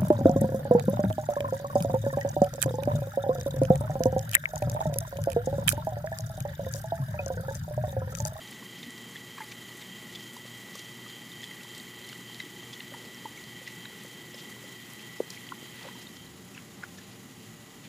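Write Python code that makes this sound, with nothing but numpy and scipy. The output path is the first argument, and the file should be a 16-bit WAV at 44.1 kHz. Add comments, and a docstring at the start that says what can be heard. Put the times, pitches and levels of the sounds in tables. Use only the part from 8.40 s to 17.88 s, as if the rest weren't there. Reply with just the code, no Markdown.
"""Dog lapping at a drinking fountain

A dog laps from a running steel fountain outdoors, close to one microphone that turns away near the end.
The compressor whines by repeating one turn's rattle; hum is sines, and the fan and jet are shaped noise.
About three times a second the tongue dips with a low plop of ringing air, then spatters drops and wet snaps.
Some laps stand out, the cabinet knocks softly, and late on a distant engine drones as a rising tone."""
import sys
import numpy as np
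from scipy import signal
from scipy.fft import rfft, irfft
from scipy.io import wavfile

SR = 44100
rng = np.random.default_rng(int(sys.argv[2]) if len(sys.argv) > 2 else 0)


def output_pcm(signal):
    """Save a mono or channel-first signal as 16-bit PCM at the path in sys.argv[1].

    Samples are clipped to [-1, 1] before scaling.
    """
    pcm = np.clip(np.atleast_2d(signal).T, -1, 1) * 32767
    wavfile.write(sys.argv[1], SR, np.round(pcm).astype(np.int16))


N = 418068
TIME, FREQ = np.arange(N) / SR, np.fft.rfftfreq(N, 1 / SR)  # seconds, Hz
CUT_HZ = 15400  # upper band limit of the recorder
# the microphone turns away from the basin between these times
TURN_FROM_S, TURN_TO_S = 7.46, 7.95


def amp(db):
    """Turns decibels into a gain."""
    return 10 ** (np.asarray(db) / 20)


def unit(x):
    """Scales a sound to an rms of 1."""
    return x / np.sqrt(np.mean(x ** 2) + 1e-20)


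def read(points, hz):
    """Reads a spectrum in dB, joining its points on a log-frequency axis."""
    f, db = np.transpose(points)
    return np.interp(np.log(hz + 1), np.log(f), db)


def curve(rows, axis=1):
    """Reads one column of a table over time, at every sample."""
    rows = np.asarray(rows)
    return np.interp(TIME, rows[:, 0], rows[:, axis])


def colour(x, db):
    """Filters by a gain in dB at each FREQ, then scales to an rms of 1."""
    return unit(irfft(rfft(x) * amp(db), N))


def drift(hz):
    """Random wavering no faster than a given rate, with an rms of 1."""
    return unit(irfft(rfft(rng.standard_normal(N)) * (FREQ < hz), N))


def add(mix, s, sound):
    """Mixes a sound in from a given time in seconds."""
    part = mix[max(round(s * SR), 0):][:len(sound)]
    part += sound[:len(part)]


def turned():
    """How far the microphone has turned from the basin, from 0 to 1."""
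    return np.clip((TIME - TURN_FROM_S) / (TURN_TO_S - TURN_FROM_S), 0, 1)


# compressor: shaft speed, slip beat against the mains, and the time of one crest of that beat
SHAFT_HZ, BEAT_HZ, BEAT_AT_S = 29.179, 3.333, .035
# the dog's head comes between the microphone and the shell's upper resonance: start, and time taken
SHADE_FROM_S, SHADE_S = 7.82, 0.11
# shaft orders the shell rings with, before the shell's gain; each is moved to the nearest multiple
# of the shaft speed: (frequency [Hz], level [dB rms])
WHINE_ORDERS = [(1809, -73.5), (1838, -73.3), (1867, -74.6), (1896, -65), (1925, -64.3), (1954, -60.7),
                (1983, -58.2), (2013, -69.5), (2042, -71.0), (2158, -67.2), (2275, -72.0), (2771, -73.9),
                (2829, -72.6), (2946, -70.6), (3004, -71.7), (3033, -66.2), (3063, -68.8), (3121, -70.2),
                (3150, -56.8), (3179, -62.2), (3208, -65.9), (3267, -67.9), (3325, -73.6), (3442, -74.1),
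                (3734, -73.9), (4025, -74.4), (4200, -74.1), (4638, -76), (4667, -71), (4697, -76),
                (6886, -73.5), (6913, -71.5)]
# outline of the weaker orders between them, relative levels: (frequency [Hz], level [dB])
BUZZ_ORDERS = [(300, -86), (480, -79), (650, -90), (880, -82), (1500, -90), (2200, -80), (2500, -84),
               (2900, -78), (3400, -77.5), (4100, -77), (5500, -86), (6900, -79.5), (8500, -93),
               (12000, -90), (15000, -93)]
# gain of the shell's two resonances, apart from the turn, the head, the beat and the wavering:
# (time [s], lower resonance [dB], upper resonance [dB])
SHELL_GAIN = [(0, 0, -0.5), (3.3, 1.5, 1), (4.5, 1, -1), (6.8, 0, -2.5), (7.4, -1, -3.5), (7.8, 0, -4)]


def compressor(buzz_db=-15.5, uneven_db=15.5, sway=0.0012, high_throb_db=2.5, waver_db=1.0, smear=0.23,
               low_away_db=-12, high_shade_db=-10.5, apart_turns=0.0012, apart_hz=1.2,
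               low_rattles=8, high_rattles=4, channels=3):
    """Every turn rattles the shell alike; the slipping motor sways in speed and loudness."""
    beat = np.cos(2 * np.pi * BEAT_HZ * (TIME - BEAT_AT_S))
    speed = SHAFT_HZ * (1 + sway * beat + 0.00015 * drift(5.3))
    turns = np.cumsum(speed) / SR
    low_db = curve(SHELL_GAIN, axis=1) + low_away_db * turned()
    low = amp(low_db + waver_db * drift(6.0))
    shaded = np.clip((TIME - SHADE_FROM_S) / SHADE_S, 0, 1)
    high_db = curve(SHELL_GAIN, axis=2) + high_shade_db * shaded
    high = amp(high_db + high_throb_db * beat + waver_db * drift(13))

    order = np.arange(2049)
    hz = order * SHAFT_HZ
    upper = hz > 2600
    # a square-law phase spreads each turn into eight low rattles and four high ones: a shimmer and a buzz
    rattles = 3 * np.pi * order ** 2 / np.where(upper, high_rattles, low_rattles)
    phase = np.exp(1j * (rattles + smear * rng.standard_normal(len(hz))))
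    uneven = rng.uniform(-1, 1, len(hz))
    weak = amp(read(BUZZ_ORDERS, hz) + buzz_db + uneven_db * uneven) * (hz > 250) * (hz < CUT_HZ)
    strong = np.zeros(len(hz))
    for line_hz, db in WHINE_ORDERS:
        k = round(line_hz / SHAFT_HZ)
        strong[k], weak[k] = amp(db), 0

    def spin(orders, late=0):
        """Repeats the rattle of one turn at the speed of the shaft."""
        turn = irfft(orders * phase, 2 ** 14, norm="forward") / np.sqrt(2)
        return np.interp((turns + late) % 1 * len(turn), np.arange(len(turn)), turn)

    # neighbouring orders ring different parts of the shell, so they waver apart and their beats come and go
    whine = np.zeros(N)
    for part in range(channels):
        own = strong * (order % channels == part)
        late = apart_turns * drift(apart_hz)
        whine += low * spin(own * ~upper, late) + high * spin(own * upper, late / 2)
    return whine + low ** 0.31 * spin(weak)


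# mains hum, low shaft orders of the compressor, and faint fan tones, before hum_db and the wavering:
# (frequency [Hz], level [dB rms])
HUM_TONES = [(116.7, -70), (120, -58), (138.5, -67), (219, -65.5), (233.4, -65), (240, -67.5), (268, -66.5),
             (350.2, -69), (360, -61.5), (439, -71), (467, -71)]
# outline of the fan rumble, relative levels: (frequency [Hz], level [dB])
FAN_SPECTRUM = [(20, -32), (50, -16.5), (85, -11.5), (125, -3.5), (190, 3.5), (250, -0.5), (320, -5),
                (410, -11), (520, -14), (700, -15.5), (1500, -24.5), (5000, -81)]
# narrow bands from the cabinet that come through as the microphone turns, before side_db:
# (centre [Hz], width [Hz], level [dB rms])
SIDE_TONES = [(105, 30, -68.5), (277, 17, -67), (450, 16, -66.5), (586, 20, -70), (792, 34, -69),
              (2850, 110, -70.5), (6860, 300, -66.5), (10480, 120, -71)]


def fan(fan_db=-52.5, hum_db=-1.74, side_db=-1.2, vary_db=1.0, waver_db=2.0, hum_away_db=-2.5,
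        deep_db=-4, deep_away_db=4, deep_vary_db=3.0, deep_hz=75):
    """Air rumbles over a wavering hum; its deep bass varies in level, and the turn brings in other tones."""
    air = colour(rng.standard_normal(N), read(FAN_SPECTRUM, FREQ))
    deep = irfft(rfft(air) / (1 + (FREQ / deep_hz) ** 10), N)
    rest = (air - deep) * amp(vary_db * drift(8.6))
    deep_level_db = deep_db + deep_away_db * turned() + deep_vary_db * np.minimum(drift(9), 2)
    rumble = amp(fan_db) * (rest + deep * amp(deep_level_db))

    hum = np.zeros(N)
    for hz, db in HUM_TONES:
        level = amp(db + hum_db + waver_db * drift(3)) * np.sqrt(2)
        hum += level * np.sin(2 * np.pi * hz * TIME + 0.78 * drift(1.3))

    side = np.zeros(N)
    for hz, width, db in SIDE_TONES:
        peak_db = -20 * np.log10(1 + (2 * (FREQ - hz) / width) ** 2)
        side += amp(db) * colour(rng.standard_normal(N), peak_db)
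    return rumble + amp(hum_away_db * turned()) * hum + amp(side_db) * side * turned()


# outline of the trickling water, relative levels: (frequency [Hz], level [dB])
WATER_SPECTRUM = [(200, -19), (600, -5), (1100, 4.5), (1500, 1.5), (2400, 0), (3600, -1), (4500, -1),
                  (5600, -2), (7300, 1.5), (8600, -5), (11500, -2), (14000, -7), (15200, -3)]
# resonances of the cabinet and steel basin, relative levels: (centre [Hz], width [Hz], level [dB])
BASIN_MODES = [(374, 182, 13.5), (839, 45, 10.5), (1960, 184, 14), (3060, 1430, 6), (3960, 89, 7),
               (6810, 90, 5.5)]


def trickle(wash_db=-52.5, drops_db=-59.0, ring_db=-53.5, drops_per_s=900, spread_db=-0.5, flutter_db=1.14,
            swell_db=0.14, dull_db=-3, jet_away_db=-1.5, ring_away_db=-7.0):
    """The jet hisses and breaks into tiny drops; the steel basin rings under water and motor."""
    size = amp(spread_db * np.minimum(rng.exponential(1, N), 4.5)) * rng.choice([-1, 1], N)
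    falls = rng.random(N) < drops_per_s / SR
    drops = colour(size * falls, read(WATER_SPECTRUM, FREQ))
    wash = colour(rng.standard_normal(N), read(WATER_SPECTRUM, FREQ)) * amp(flutter_db * drift(40))
    water = amp(wash_db) * wash + amp(drops_db) * drops
    # the top of the hiss is lost first when the microphone points elsewhere
    fizz = irfft(rfft(water) / (1 + (8500 / (FREQ + 1)) ** 4), N)
    water = water + (amp(dull_db * turned()) - 1) * fizz
    jet = amp(swell_db * drift(0.67) + jet_away_db * turned())

    modes = sum(amp(db) / (1 + (2 * (FREQ - hz) / width) ** 2) for hz, width, db in BASIN_MODES)
    ring = colour(rng.standard_normal(N), 20 * np.log10(modes))
    return jet * water + amp(ring_db + ring_away_db * turned()) * ring


def bubbles(level_db=-55, spread_db=3.0, cycles=4, low_hz=2700, high_hz=11000, away_db=-6, count=300):
    """Tiny bubbles burst where the jet lands, each a short ping that swells and dies."""
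    out, t = np.zeros(N), np.arange(900) / SR
    for when, pitch, size in rng.random((count, 3)):
        hz = low_hz * (high_hz / low_hz) ** pitch
        u = t * hz / cycles  # reaches 1 at the loudest moment
        db = level_db + spread_db * min(-np.log(1 - size), 3)
        add(out, when * N / SR, amp(db) * u * np.exp(1 - u) * np.sin(2 * np.pi * hz * t))
    return out * amp(away_db * turned())


def plop(db, hz, rise, over_hz, over_db, glide=0.004, wet_db=-14):
    """An air pocket swells into a few cycles of ringing, roughened by the water around it."""
    t = np.arange(2200) / SR
    u = t / rise  # reaches 1 at the loudest moment
    clock = np.cumsum(1 + glide * (np.minimum(u, 3) - 1)) / SR  # the pitch rises very slightly
    band = signal.butter(2, [hz * 0.84, min(hz * 0.99, CUT_HZ)], "band", fs=SR, output="sos")
    wet = unit(signal.sosfilt(band, rng.standard_normal(len(t))))
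    ring = -np.sin(2 * np.pi * hz * clock) + amp(over_db) * np.sin(2 * np.pi * over_hz * clock)
    return amp(db) * (u * np.exp(1 - u)) ** 2 * (ring + amp(wet_db) * wet)


def splash(length, db, hz, level_db=-1, spread_db=2.0, drops_per_s=2500):
    """A cloud of droplets of uneven size swells and thins out."""
    count = SR // 4
    size, chance, sign = rng.exponential(1, count), rng.random(count), rng.choice([-1, 1], count)
    drops = sign * amp(spread_db * np.minimum(size, 4)) * (chance < drops_per_s / SR)
    band = signal.butter(2, [hz * .5, min(hz * 1.1, CUT_HZ)], "band", fs=SR, output="sos")
    cloud = unit(signal.sosfilt(band, drops))[:round(length * SR)]
    return amp(db + level_db) * cloud * np.sin(np.linspace(0, np.pi, len(cloud)))


# the beat of the tongue: time of one lap, and the first time it cuts the jet
LAP_S, FIRST_LAP_S = .324, .118
# the tongue dips this long before it cuts the jet; each lap is a little early or late
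DIP_LEAD_S, LAP_JITTER_S = 0.11, .007


def lapping(dip_db=-50, dip_hz=1030, dip_rise_s=0.0019, jaw_hz=520, jaw_db=-1, spatter_db=-54.5,
            spatter_hz=4300, spatter_s=0.051, vary_octaves=0.21, away_db=-20.0):
    """An ordinary lap: the tongue dips with a low plop, then spatters through the jet."""
    out, beats = np.zeros(N), np.arange(FIRST_LAP_S, N / SR, LAP_S)
    loud = np.array([row[0] for rows in (PLOPS, SMACKS, GLUGS) for row in rows])
    chances = np.clip(rng.standard_normal((len(beats), 2)), -1.5, 1.5)
    for beat, (late, pocket) in zip(beats, chances):
        s = beat + LAP_JITTER_S * late
        pitch = 2 ** (vary_octaves * pocket)
        add(out, s - spatter_s / 2, splash(spatter_s, spatter_db, spatter_hz))
        when = s - DIP_LEAD_S
        # a loud plop, smack or glug close by takes the place of the ordinary dip
        if when > 0 and abs(loud - when).min() > LAP_S / 10:
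            add(out, when, plop(dip_db, dip_hz * pitch, dip_rise_s, jaw_hz * pitch, jaw_db))
    return out * amp(away_db * turned())


def smack(db, hz, level_db=-6, decay=0.0023, spray_db=-21, spray_decay=0.12, crack_db=-1, crack_decay=0.00016):
    """A film of water snaps with a bright crack, and a little spray follows."""
    t = np.arange(3000) / SR
    band = signal.butter(1, [hz * 0.56, min(hz * 1.31, 19000)], "band", fs=SR, output="sos")
    fizz = unit(signal.sosfilt(np.vstack([band, band]), rng.standard_normal(len(t))))
    bright = unit(np.diff(rng.standard_normal(len(t) + 1)))
    crack = bright * amp(crack_db) * np.exp(-t / crack_decay)
    body = fizz * (np.exp(-t / decay) + amp(spray_db) * np.exp(-t / spray_decay))
    return amp(db + level_db) * (body + crack)


def glug(db, start_hz, end_hz, decay, swell_s=0.0032, settle_s=0.0053):
    """A bubble under the tongue rings and grows, so that its pitch sinks."""
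    t = np.arange(4000) / SR
    hz = end_hz + (start_hz - end_hz) * np.exp(-t / settle_s)
    swell = 1 - np.exp(-(t / swell_s) ** 2)
    return amp(db) * swell * np.exp(-t / decay) * np.sin(2 * np.pi * np.cumsum(hz) / SR)


# the levels in these four tables set loudness; each sound's own envelope and trim then act on them
# air pockets closed by tongue and jaw: (time [s], level [dB], pocket pitch [Hz], time to the peak [s],
# overtone [Hz], overtone level against the pocket [dB])
PLOPS = [ (.073, -47, 6100, 0.0022, 3880, 3), (.223, -44, 1050, 0.0028, 3160, -14),
         (.4295, -36, 3680, 0.0013, 2380, -8), (.4335, -46, 2100, .003, 5950, -5),
         (0.7568, -35, 1900, 0.0028, 3320, -12), (0.7642, -39, 3400, 0.0017, 2000, -3),
         (.9808, -35, 1100, 0.0029, 1660, -9), (1.003, -42, 1630, 0.0035, 2250, -6),
         (1.017, -35.5, 2090, 0.0033, 2380, -14), (1.118, -40, 2370, .0023, 6000, -6),
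         (1.42, -43, 3660, 0.0029, 2120, 0), (1.7498, -36.5, 3350, 0.0015, 4820, -7),
         (1.7563, -35, 3430, 0.0029, 7300, -13), (1.965, -41.5, 990, 0.0029, 4820, -8),
         (2.05, -46, 560, .003, 1200, -12), (2.076, -45, 3700, 0.0018, 4400, -5),
         (2.353, -42, 1150, 0.0028, 520, -0.5), (2.66, -46, 1210, 0.0042, 2700, -10),
         (2.917, -39.5, 3690, 0.002, 1890, -12), (3.032, -38.5, 3440, 0.0017, 1910, 1),
         (3.039, -35, 3370, 0.0023, 1930, -8), (3.111, -36, 2010, 0.002, 2800, -18),
         (3.208, -44, 2680, .0022, 1460, -6), (3.248, -45.5, 960, .003, 3250, -6),
         (3.382, -45, 2780, .002, 4100, -3), (3.398, -41, 3790, .0018, 4500, -1),
         (3.477, -43, 2150, 0.0025, 4250, -8), (3.644, -43, 4070, .002, 1500, -10),
         (3.696, -40, 2120, .0017, 4200, -2), (3.7284, -36.5, 3000, 0.0012, 1510, -2),
         (4, -29, 2030, 0.0032, 3850, -5.5), (4.331, -37.5, 3370, 0.0016, 5400, -18),
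         (4.338, -39, 3420, .0018, 6300, -12), (4.4023, -37, 2010, 0.0031, 3600, -2),
         (4.403, -37, 2850, 0.002, 4200, -4), (4.519, -42, 570, 0.0049, 1520, -12),
         (4.539, -40, 1860, 0.0013, 1100, -2), (4.543, -39.5, 910, 0.0038, 1400, -18),
         (4.745, -44, 5500, 0.0014, 5950, -6), (4.973, -42, 2210, 0.0034, 6100, -6),
         (5.213, -45, 520, 0.0043, 1100, -12), (5.274, -33, 1980, 0.0027, 2450, -11),
         (5.454, -32, 3850, 0.0014, 1620, -6), (5.647, -42, 520, 0.0033, 1190, -16),
         (5.943, -41, 5270, 0.0023, 506, 1), (6.238, -45, 536, 0.0034, 4900, -7),
         (6.8025, -15.5, 454, 0.0021, 855, -23), (6.821, -52, 553, 0.0034, 1000, -9),
         (6.903, -37, 4900, 0.0018, 6500, -4), (6.974, -38.5, 2180, 0.0013, 2840, -6),
         (7.067, -47, 4620, .0024, 3180, -2), (7.09, -31.5, 3050, 0.00062, 4000, -18),
         (7.1203, -30, 1045, 0.0024, 1390, -4), (7.227, -36, 300, 0.0014, 520, -12),
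         (7.429, -45, 4400, .002, 5100, -4), (7.449, -39, 537, 0.0053, 800, -18),
         (7.461, -43.5, 554, 0.0074, 1300, -19), (7.486, -44, 1020, 0.0024, 1490, -1),
         (7.551, -47, 940, 0.0063, 1700, -19.5), (7.668, -42, 3700, 0.0031, 4300, -5),
         (7.864, -47, 3950, .0016, 2000, -12), (8.147, -44, 2600, .003, 5750, -9),
         (8.177, -38, 2760, 0.0013, 1620, -0.5), (8.426, -41, 1300, 0.0013, 2050, -6),
         (8.4329, -35, 1650, 0.001, 2200, -10), (8.4343, -29.5, 1500, 0.0025, 5030, -19),
         (8.437, -44, 790, .002, 2400, -3), (8.582, -46.5, 1750, 0.0051, 5760, -6)]
# large bubbles that ring on and sink in pitch:
# (time [s], level [dB], start pitch [Hz], settled pitch [Hz], decay [s])
GLUGS = [(1.003, -29.5, 1000, 860, 0.013), (4.854, -22.5, 1000, 850, 0.0061)]
# snaps of wet film on tongue and lips: (time [s], level [dB], centre [Hz])
SMACKS = [ (.126, -44, 4200), (0.431, -38, 4200), (.579, -37, 4600), (.98, -35, 2600), (1.005, -36, 1900),
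          (1.041, -41, 12000), (1.115, -40, 5400), (1.757, -40, 5500), (1.827, -39, 5300),
          (1.933, -39, 9000), (1.9405, -37, 15000), (1.965, -37, 7500), (2.354, -32, 6540),
          (2.355, -40, 13000), (2.377, -40, 8000), (2.393, -31, 5500), (2.701, -36, 3800),
          (3.04, -35, 8000), (3.233, -36, 5200), (3.349, -36, 4700), (3.379, -34, 9500), (3.69, -33, 4300),
          (3.7295, -37, 4600), (3.945, -34, 4300), (4.001, -31, 3950), (4.405, -40, 3200),
          (5.039, -37, 5000), (5.277, -31.5, 3500), (5.324, -42, 9000), (5.635, -39, 10500),
          (6.0, -39, 5200), (6.291, -41, 6000), (6.534, -38, 13000), (6.594, -38, 3180),
          (6.8023, -36, 1400), (6.903, -28, 5800), (8.436, -47, 6400)]
# larger splashes on the steel: (time [s], length [s], level [dB], centre [Hz])
SPLASHES = [ (.36, 0.059, -51, 4500), (.426, 0.02, -49, 3700), (0.755, .035, -53, 3600),
            (0.975, 0.027, -46, 1900), (0.999, .026, -50, 2000), (1.11, 0.022, -43.5, 3730),
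            (1.406, 0.023, -46, 3600), (1.747, 0.019, -46, 4400), (1.767, 0.065, -58, 5500),
            (2.325, 0.057, -50, 5500), (3.023, 0.028, -51, 4500), (3.627, 0.14, -59, 4000),
            (3.997, 0.012, -44, 3200), (4.324, 0.022, -46, 5530), (4.519, 0.26, -55, 550),
            (5.253, 0.04, -47, 3800), (5.45, 0.015, -49, 3000), (5.97, 0.048, -47.5, 4480),
            (6.901, 0.11, -54, 3400), (7.3, 0.31, -50, 3560), (7.378, 0.15, -51, 1210),
            (7.605, 0.029, -50, 5000), (7.75, 0.032, -52, 6000), (8.144, 0.066, -52.5, 2600),
            (8.428, 0.026, -47, 1880), (8.57, 0.029, -52, 5200), (8.579, 0.1, -55.5, 4000),
            (8.696, .05, -54.5, 4500), (9.428, 0.059, -52, 3600)]


def loud_laps():
    """The plops, glugs, smacks and splashes that stand out from the steady lapping."""
    out = np.zeros(N)
    for sound, rows in (plop, PLOPS), (glug, GLUGS), (smack, SMACKS), (splash, SPLASHES):
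        for s, *shape in rows:
            add(out, s, sound(*shape))
    return out


def wet_lips(snap_db=-44, vary_db=3.0, low_hz=4200, high_hz=12000, scatter_s=.055, away_db=-10.0, count=2):
    """Faint snaps of wet film scatter around each lap."""
    out, beats = np.zeros(N), np.repeat(np.arange(FIRST_LAP_S, N / SR, LAP_S), count)
    for beat, (late, size), pitch in zip(beats, rng.standard_normal((len(beats), 2)), rng.random(len(beats))):
        hz = low_hz * (high_hz / low_hz) ** pitch
        add(out, beat + scatter_s * late, smack(snap_db + vary_db * min(size, 2), hz))
    return out * amp(away_db * turned())


# soft knocks on the cabinet: (time [s], peak level [dB], pitch [Hz], time to the peak [s])
KNOCKS = [(0.464, -38, 265, 0.0032), (0.477, -37.5, 250, 0.0063), (4.038, -40, 260, 0.0023),
          (4.057, -41, 298, 0.0074), (4.852, -36, 380, 0.0013), (5.36, -45.5, 165, 0.016),
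          (5.6, -43.5, 210, 0.015)]


def knocks():
    """A panel of the cabinet flexes and rings low for a few cycles."""
    out, t = np.zeros(N), np.arange(4000) / SR
    for s, db, hz, rise in KNOCKS:
        swell = (t / rise * np.exp(1 - t / rise)) ** 2
        add(out, s, amp(db) * swell * np.sin(2 * np.pi * hz * t))
    return out


# a distant engine pulls away, levels before level_db and the wavering:
# (time [s], firing rate [Hz], level [dB])
ENGINE = [(7.3, 78, -81), (7.9, 86, -58), (8.25, 90, -65), (8.55, 95, -56), (8.85, 102, -68),
          (9.12, 108, -56), (9.45, 112, -74)]


def far_engine(level_db=-2.5, waver_db=1.0, wobble=0.038):
    """A low drone and its equally strong octave climb as a distant vehicle gathers speed."""
    firing_hz = curve(ENGINE, axis=1) * (1 + wobble * drift(14))
    phase = 2 * np.pi * np.cumsum(firing_hz) / SR
    level = amp(curve(ENGINE, axis=2) + level_db + waver_db * drift(8.8)) * (TIME > ENGINE[0][0])
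    return level * np.sqrt(2) * (np.sin(phase) + np.sin(2 * phase))


def basin_echo(x, echo_db=-19, t60=0.099):
    """The walls of the basin return a short scatter, fading by 60 dB in t60 seconds."""
    t = np.arange(4000) / SR
    tail = rng.standard_normal(len(t)) * amp(-60 * t / t60) * (t > .002)
    return x + amp(echo_db) * signal.oaconvolve(x, tail / np.linalg.norm(tail))[:N]


def scene():
    """All sources reach one microphone; the splashes, plops and bubbles carry no deep bass."""
    thin = signal.butter(2, 130, "high", fs=SR, output="sos")
    water = signal.sosfilt(thin, loud_laps() + lapping() + wet_lips() + bubbles())
    mono = compressor() + fan() + far_engine() + trickle() + knocks() + basin_echo(water)
    return np.array([mono, mono])


def record(dry):
    """The recorder cuts off the highest treble with a steep filter."""
    edge = signal.firwin(511, CUT_HZ, window=("kaiser", 9), fs=SR)
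    return signal.oaconvolve(dry, edge[None], "same")


dry = scene()
out = record(dry)
output_pcm(out)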